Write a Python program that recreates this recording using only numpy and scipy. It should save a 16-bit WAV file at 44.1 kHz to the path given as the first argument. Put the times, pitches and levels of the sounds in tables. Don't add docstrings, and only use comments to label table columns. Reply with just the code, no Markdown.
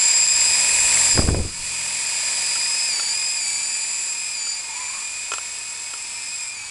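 import sys
import numpy as np
from scipy import signal
from scipy.fft import rfft, irfft
from scipy.io import wavfile

SR = 44100
rng = np.random.default_rng(int(sys.argv[2]) if len(sys.argv) > 2 else 0)


def bounce(signal):
    frames = np.transpose(np.atleast_2d(signal))
    limited = np.clip(frames, -1, 1)
    pcm = np.round(limited * 32767).astype(np.int16)
    wavfile.write(sys.argv[1], SR, pcm)


N = 295470
T = np.arange(N) / SR
HZ = np.fft.rfftfreq(N, 1 / SR)

PINION_TEETH, WHEEL_TEETH = 8, 115
# time in seconds, rattle in dB, fizz in dB.
DRIVE = [(0.04, -33, -31.5), (0.3, -35.5, -33), (0.43, -33, -29), (1.06, -31, -25.5), (1.36, -44, -39),
         (1.52, -44.5, -41), (1.67, -38.5, -35.5), (2.26, -35.5, -33.5), (2.43, -36, -32),
         (3.04, -37.5, -34.5), (3.4, -40, -36), (3.47, -40, -33.5), (4.73, -43, -42), (4.81, -42, -40.5),
         (5.59, -43, -41), (6.44, -43.5, -41), (6.49, -46, -44.5), (6.7, -45, -44)]
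# start in seconds, length in seconds, push on A in Hz, brake on A in Hz.
TURNS = [(2.63, .235, 84, 189), (3.095, .259, 56, 160), (4.076, .243, 60, 161), (4.56, .112, 45, 139),
         (5.911, .348, 66, 22), (6.35, .152, 53, 242)]


def gain_of(db):
    return 10 ** (np.asarray(db) / 20)


def evened(x):
    return x / np.sqrt(np.mean(abs(x) ** 2) + 1e-20)


def curves(rows):
    s, *columns = np.transpose(rows)
    return [np.interp(T, s, column) for column in columns]


def add(mix, s, sound):
    part = mix[round(s * SR):][:len(sound)]
    part += sound[:len(part)]


def noise(spectrum):
    hz, db = np.transpose(spectrum)
    colour = gain_of(np.interp(np.log(HZ + 1), np.log(hz), db))
    return evened(irfft(rfft(rng.standard_normal(N)) * colour, N))


def wander(rate_hz):
    return evened(irfft(rfft(rng.standard_normal(N)) / (1 + (HZ / rate_hz) ** 2), N))


def lag(x):
    lag_s = 0.028
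    keep = np.exp(-1 / (lag_s * SR))
    for _ in range(2):
        x = signal.lfilter([1 - keep], [1, -keep], x)
    return x


def steering():
    return lag(sum(1.0 * ((T >= s) & (T < s + length)) for s, length, *_ in TURNS))


def mesh_angles():
    # time in seconds, gear A in Hz, gear B in Hz.
    cruise = [(0, 2449, 2560), (.25, 2473, 2576), (.8, 2467, 2585), (1.3, 2459, 2571), (2.4, 2447, 2558),
              (3.8, 2448, 2568), (5.4, 2490, 2545), (6.7, 2488, 2540)]
    turn_sag_hz, brake_fade_s = 149.9, 0.31
    cruise_a, cruise_b = curves(cruise)
    trim = np.zeros(N)
    for s, length, push_hz, brake_hz in TURNS:
        since_end = T[T >= s] - s - length
        brake = -brake_hz * np.exp(-since_end / brake_fade_s)
        trim[T >= s] = np.where(since_end < 0, push_hz, brake)
    rates = [cruise_a + lag(trim), cruise_b - turn_sag_hz * steering()]
    return 2 * np.pi * np.cumsum(rates, axis=1) / SR


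def motor(teeth, side, sway=0.51, runout=0.26, jitter=0.16, flicker=0.11, shaft_jitter=0.57, overtone_db=-17):
    # multiple of the tooth rate, gear A in dB, gear B in dB,
    # rattling skirt in dB relative to its tone, skirt width in Hz.
    mesh = [(1, -2.5, -5.5, -8.5, 71), (2, -2, -12, -8, 190), (3, -1, -7.5, -7, 186)]
    # multiple of the shaft speed, motor A and motor B in dB relative to DRIVE's rattle.
    shaft_tones = [(2.996, -13, -14.5), (5.65, -14.5, -15.5), (6.09, -31, -17), (7.025, -17, -7.5),
                   (8.88, -15.5, -14.5), (11.35, -15, -18), (38, -27.5, -33)]
    # time in seconds, base level in dB.
    whine_first = [(0.04, -33), (0.93, -29), (1.51, -48), (1.74, -36.5), (2.88, -34.5), (3.08, -41.5),
                   (3.21, -35), (4.12, -38), (4.23, -35), (4.47, -41), (5.12, -37), (5.57, -43),
                   (6.63, -37.5), (6.7, -42)]
    whine_second = [(0, -24.5), (.56, -23), (.69, -29), (1.05, -28.5), (1.17, -21), (1.26, -33), (1.5, -39),
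                    (2.15, -32), (2.48, -27.5), (2.8, -25.5), (3.38, -28.5), (3.55, -31.5), (4.3, -35.5),
                    (4.53, -29), (4.62, -39.5), (5.8, -41.5), (6.35, -35.5), (6.7, -44.5)]
    whine_third_a = [(0.04, -19), (0.06, -17.5), (0.5, -21.5), (0.67, -23), (0.78, -21), (1.13, -19.5),
                     (1.24, -32.5), (1.45, -39.5), (2.04, -30), (4.14, -29), (4.29, -33), (4.51, -29),
                     (4.64, -38), (4.81, -33), (6.11, -37.5), (6.48, -32.5), (6.53, -40), (6.7, -41)]
    # time in seconds, base level in dB.
    whine_third_b = [(0.04, -27), (1.11, -30), (1.37, -48), (1.8, -33), (2.86, -27), (2.9, -34),
                     (3.21, -27.5), (4.23, -30.5), (4.4, -45), (5.94, -35), (6.35, -41), (6.48, -36),
                     (6.53, -46), (6.7, -44)]
    # time in seconds, lead in dB.
    facing = [(0, -3), (2.8, -2.5), (3.5, -1.5), (4.2, 4.5), (4.9, -5), (6.05, 3), (6.35, 11), (6.7, 2)]

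    rotor = teeth / WHEEL_TEETH + rng.uniform(0, 2 * np.pi)
    wobble = sway * np.sin(2 * rotor) + runout * np.sin(rotor) + jitter * wander(36)
    first_db = curves(whine_first)[0] + (side - 0.5) * curves(facing)[0]
    second_db = curves(whine_second)[0]
    third_db = curves((whine_third_a, whine_third_b)[side])[0]
    out = np.zeros(N)
    for k, (level_db, row) in enumerate(zip([first_db, second_db, third_db], mesh), 1):
        _, a_db, b_db, skirt_db, width_hz = row
        skirt = gain_of(skirt_db) * (wander(width_hz) + 1j * wander(width_hz))
        tone = np.exp(1j * k * (teeth + wobble)) * (1 + flicker * wander(34) + skirt)
        out += gain_of(level_db + (a_db, b_db)[side]) * tone.real
    fourth = np.cos(4 * (teeth + 0.5 * wobble)) * (1 + 0.5 * wander(25))
    out += gain_of(third_db + overtone_db) * fourth
    rattle_db = curves(DRIVE)[0]
    for order, *level_db in shaft_tones:
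        angle = order / PINION_TEETH * (teeth + shaft_jitter * (wobble + wander(8.1)))
        out += gain_of(rattle_db + level_db[side]) * np.cos(angle) * (1 + 0.4 * wander(25))
    return np.sqrt(2) * out


def brushes(teeth, buzz_db):
    shaft = teeth / PINION_TEETH + 0.048 * wander(11)
    comb = np.zeros(N)
    for k in range(10, 34):
        partial = np.cos(k * shaft + rng.uniform(0, 2 * np.pi))
        comb += partial * np.sin(rng.uniform(1, 3.28) * T + rng.uniform(0, 2 * np.pi))
    return gain_of(buzz_db + curves(DRIVE)[0]) * 2 * comb


def chop(teeth, depth, uneven=0):
    rotor = teeth / WHEEL_TEETH + rng.uniform(0, 2 * np.pi)
    return evened(np.exp(depth * np.cos(2 * rotor) + uneven * (np.cos(rotor) + np.cos(3 * rotor))))


def with_drive(db, follow):
    rattle_db = curves(DRIVE)[0]
    return gain_of(db + follow * (rattle_db - rattle_db.mean()))


def drive_noise(a, b, rattle_gain_db=5.5, ring_gain_db=1.0, fizz_gain_db=2.0):
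    # frequency in Hz, relative level in dB.
    rattle_colour = [(1400, -17), (1750, -13.5), (2250, 1), (2850, -1), (3200, -3), (3900, -2), (4400, 3.5),
                     (5400, 1), (6400, -0.5), (7200, 2.5), (8600, -2.5), (10500, -51)]
    fizz_colour = [(6300, -22.5), (7400, -1), (8600, -1), (9300, 0), (10150, 0), (10550, -11),
                   (10950, -19.5), (11300, -25), (11750, -18), (12100, -35), (12500, -40)]
    rattle_db, fizz_db = curves(DRIVE)
    ring = noise([(6700, -33.5), (7450, -4.0), (7780, 6), (8100, 2.0), (8450, -2.5), (9200, -49)])
    treble = gain_of(ring_gain_db) * ring + gain_of(fizz_gain_db) * noise(fizz_colour)
    rattle = gain_of(rattle_db + rattle_gain_db) * noise(rattle_colour)
    hiss = rattle + gain_of(fizz_db) * treble
    return hiss * chop(a, depth=0.081) * chop(b, depth=0.097)


def gear_rub(a):
    # frequency in Hz, relative level in dB.
    rub_colour = [(1400, -47), (1650, -12.5), (1780, -7), (1900, -3), (2020, -5.5), (2200, 2.5),
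                  (2400, -18), (2900, -22), (3400, -25)]
    rasp = chop(a, depth=0.45, uneven=0.75)
    return with_drive(db=-48, follow=1.6) * noise(rub_colour) * rasp


def blades(a, b, throb_db=-42):
    # frequency in Hz, relative level in dB.
    swish_colour = [(30, -20), (200, -20), (420, -5.5), (580, -0.5), (1050, 1), (1400, -3.5), (1800, 5),
                    (2600, -12.5), (5000, -37)]
    # multiple of the rotor speed, relative level in dB.
    blade_orders = [(2, -14), (4, -3), (6, -4.5), (8, -3), (10, -13), (12, -7)]
    closest_s, closest_m, speed_m_per_s = 1.15, 1.0, 4.5
    distance_m = np.hypot(closest_m, speed_m_per_s * (T - closest_s))
    swish = with_drive(db=-46.5, follow=1.46) * noise(swish_colour)
    swish = swish * chop(a, depth=0.06, uneven=0.078) * chop(b, depth=0.08, uneven=0.04)
    throb = np.zeros(N)
    for order, db in blade_orders:
        partial = np.cos(order * a / WHEEL_TEETH + rng.uniform(0, 2 * np.pi))
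        throb += gain_of(db) * partial * (1 + 0.25 * wander(5.9))
    return swish + gain_of(throb_db) / distance_m * throb


def downwash(lumpy_db=4.0, lump_hz=22):
    # frequency in Hz, relative level in dB.
    gust_colour = [(15, 2.5), (40, 1.5), (85, 5), (140, -6.5), (250, -11), (450, -12.5), (700, -23),
                   (1200, -35), (2500, -59), (5000, -75)]
    crackle_colour = [(60, -11), (200, -1.5), (500, 0), (900, -6.5), (1700, -12), (3000, -26), (6000, -39)]
    # start in seconds, hold in seconds, level in dB before the low-pass, its corner in Hz.
    gusts = [(.33, 0.15, -50, 55), (0.723, 0.15, -43.5, 60), (1.178, 0.04, -21.5, 3000),
             (1.282, .09, -21, 1300), (1.58, .01, -41.5, 70)]
    # time in seconds, push in dB, push time constant in seconds, crackle in dB.
    eddies = [(1.175, -17, .0021, -11), (1.191, 0, 0.00097, -12.5), (1.22, -24, .0019, -22),
              (1.276, -23, .0047, -22), (1.286, -6, 0.0013, -15.5), (1.307, -8, 0.0012, -41),
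              (1.345, -19, 0.0013, -20.5), (1.394, -17, 0.0022, -40)]
    attack_s, release_s = 0.023, 0.09
    out = np.zeros(N)
    rumble = noise(gust_colour) * gain_of(lumpy_db * np.tanh(wander(lump_hz)))
    for s, hold, db, top_hz in gusts:
        rise = np.minimum(T - s, 0) / attack_s
        fall = (np.maximum(T - s - hold, 0) / release_s) ** 2
        low_pass = signal.butter(2, top_hz, fs=SR, output="sos")
        out += gain_of(db) * np.exp(rise - fall) * signal.sosfilt(low_pass, rumble)
    t, crackle = T[:SR // 20], noise(crackle_colour)
    for s, push_db, length, crackle_db in eddies:
        u = t / length
        add(out, s, gain_of(push_db) * np.pi * u * (1 - u / 2) * np.exp(-u))
        burst = crackle[round(s * SR):][:len(t)] * (1 - np.exp(-t / 0.00027)) * np.exp(-t / 0.0062)
        add(out, s, gain_of(crackle_db) * burst)
    return out


def clicks():
    # start in seconds, ring in dB, snap in dB.
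    strikes = [(2.5556, -28, -31), (2.9953, -25.5, -29), (4.469, -34.5, -50), (5.3178, -22, -21.5),
               (5.3362, -21, -19), (5.3821, -26.5, -27), (5.9369, -30, -30)]
    # frequency in Hz, relative level in dB, 60 dB decay time in seconds.
    plastic = [(420, -20, 0.1), (550, -1, 0.011), (1030, -7, 0.019), (1368, 2, 0.038), (1760, -5, 0.016),
               (2540, 1, 0.031), (2980, 4, 0.0088), (3360, -4.5, 0.015)]
    rebound_s, rebound_db = 0.00347, -9
    out, t = np.zeros(N), T[:SR // 16]
    snap = noise([(100, -12), (400, -12.0), (1200, 14), (3000, -9), (5000, 2), (8000, 3), (11000, -25)])
    onset = 1 - np.exp(-t / 0.00044)
    for start, ring_db, snap_db in strikes:
        for s, blow_db in [(start, 0), (start + rebound_s, rebound_db)]:
            ring = sum(gain_of(db - 60 * t / t60) * np.sin(2 * np.pi * (hz * t + rng.random()))
                       for hz, db, t60 in plastic)
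            crack = snap[round(s * SR):][:len(t)] * np.exp(-t / 0.0037)
            blow = gain_of(ring_db) * ring + gain_of(snap_db) * crack
            add(out, s, gain_of(blow_db) * blow * onset)
    return signal.sosfilt(signal.butter(2, 250, "high", fs=SR, output="sos"), out)


def whistle(width_hz=130, octave_db=-11):
    # time in seconds, pitch in Hz, level in dB, hoarseness from 0 to 1.
    glide = [(4.63, 900, -60, .8), (4.68, 910, -45, .7), (4.73, 885, -43, .3), (4.77, 990, -44, .2),
             (4.81, 1015, -39, .05), (4.87, 960, -47, .5), (4.97, 1130, -42, .8), (5.1, 1100, -58, .9)]
    hz, db, hoarse = curves(glide)
    sounding = (T > glide[0][0]) & (T < glide[-1][0])
    turn = np.exp(2j * np.pi * np.cumsum(hz) / SR)
    fuzz = np.sqrt(1 - hoarse) + np.sqrt(hoarse / 2) * (wander(width_hz) + 1j * wander(width_hz))
    tone = (fuzz * (turn + gain_of(octave_db) * turn ** 2)).real
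    return np.sqrt(2) * gain_of(db) * sounding * tone


def street(air_db=-50):
    # frequency in Hz, relative level in dB.
    air_colour = [(20, 7), (90, 3.5), (200, 2), (500, -0.5), (950, 8), (1400, 10), (2500, -5.5),
                  (8000, -71)]
    # peak in seconds, half length in seconds, pitch in Hz, peak in dB.
    hums = [(5.65, .6, 83, -62), (6.63, 0.19, 103, -56.5)]
    hum = np.zeros(N)
    for s, length, hz, db in hums:
        swell = np.exp(-((T - s) / length) ** 2)
        hum += gain_of(db) * swell * np.sin(2 * np.pi * np.cumsum(hz + 3 * wander(8.6)) / SR)
    return gain_of(air_db) * noise(air_colour) + hum


def scene():
    a, b = mesh_angles()
    motors = motor(a, 0, overtone_db=-19.0) + motor(b, 1, overtone_db=-18.5)
    motors += brushes(a, buzz_db=-19.0) + brushes(b, buzz_db=-20.0)
    gears = drive_noise(a, b) + gear_rub(a)
    return (motors + gears + blades(a, b) + downwash() + clicks() + street() + whistle())[None]


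def record(dry):
    ceiling, edge_hz = 0.68, 12350
    rounded = dry / (1 + (dry / ceiling) ** 6) ** (1 / 6)
    low_pass = signal.firwin(511, edge_hz, window=("kaiser", 9), fs=SR)
    return signal.oaconvolve(rounded, low_pass[None], "same")


dry = scene()
out = record(dry)
bounce(out)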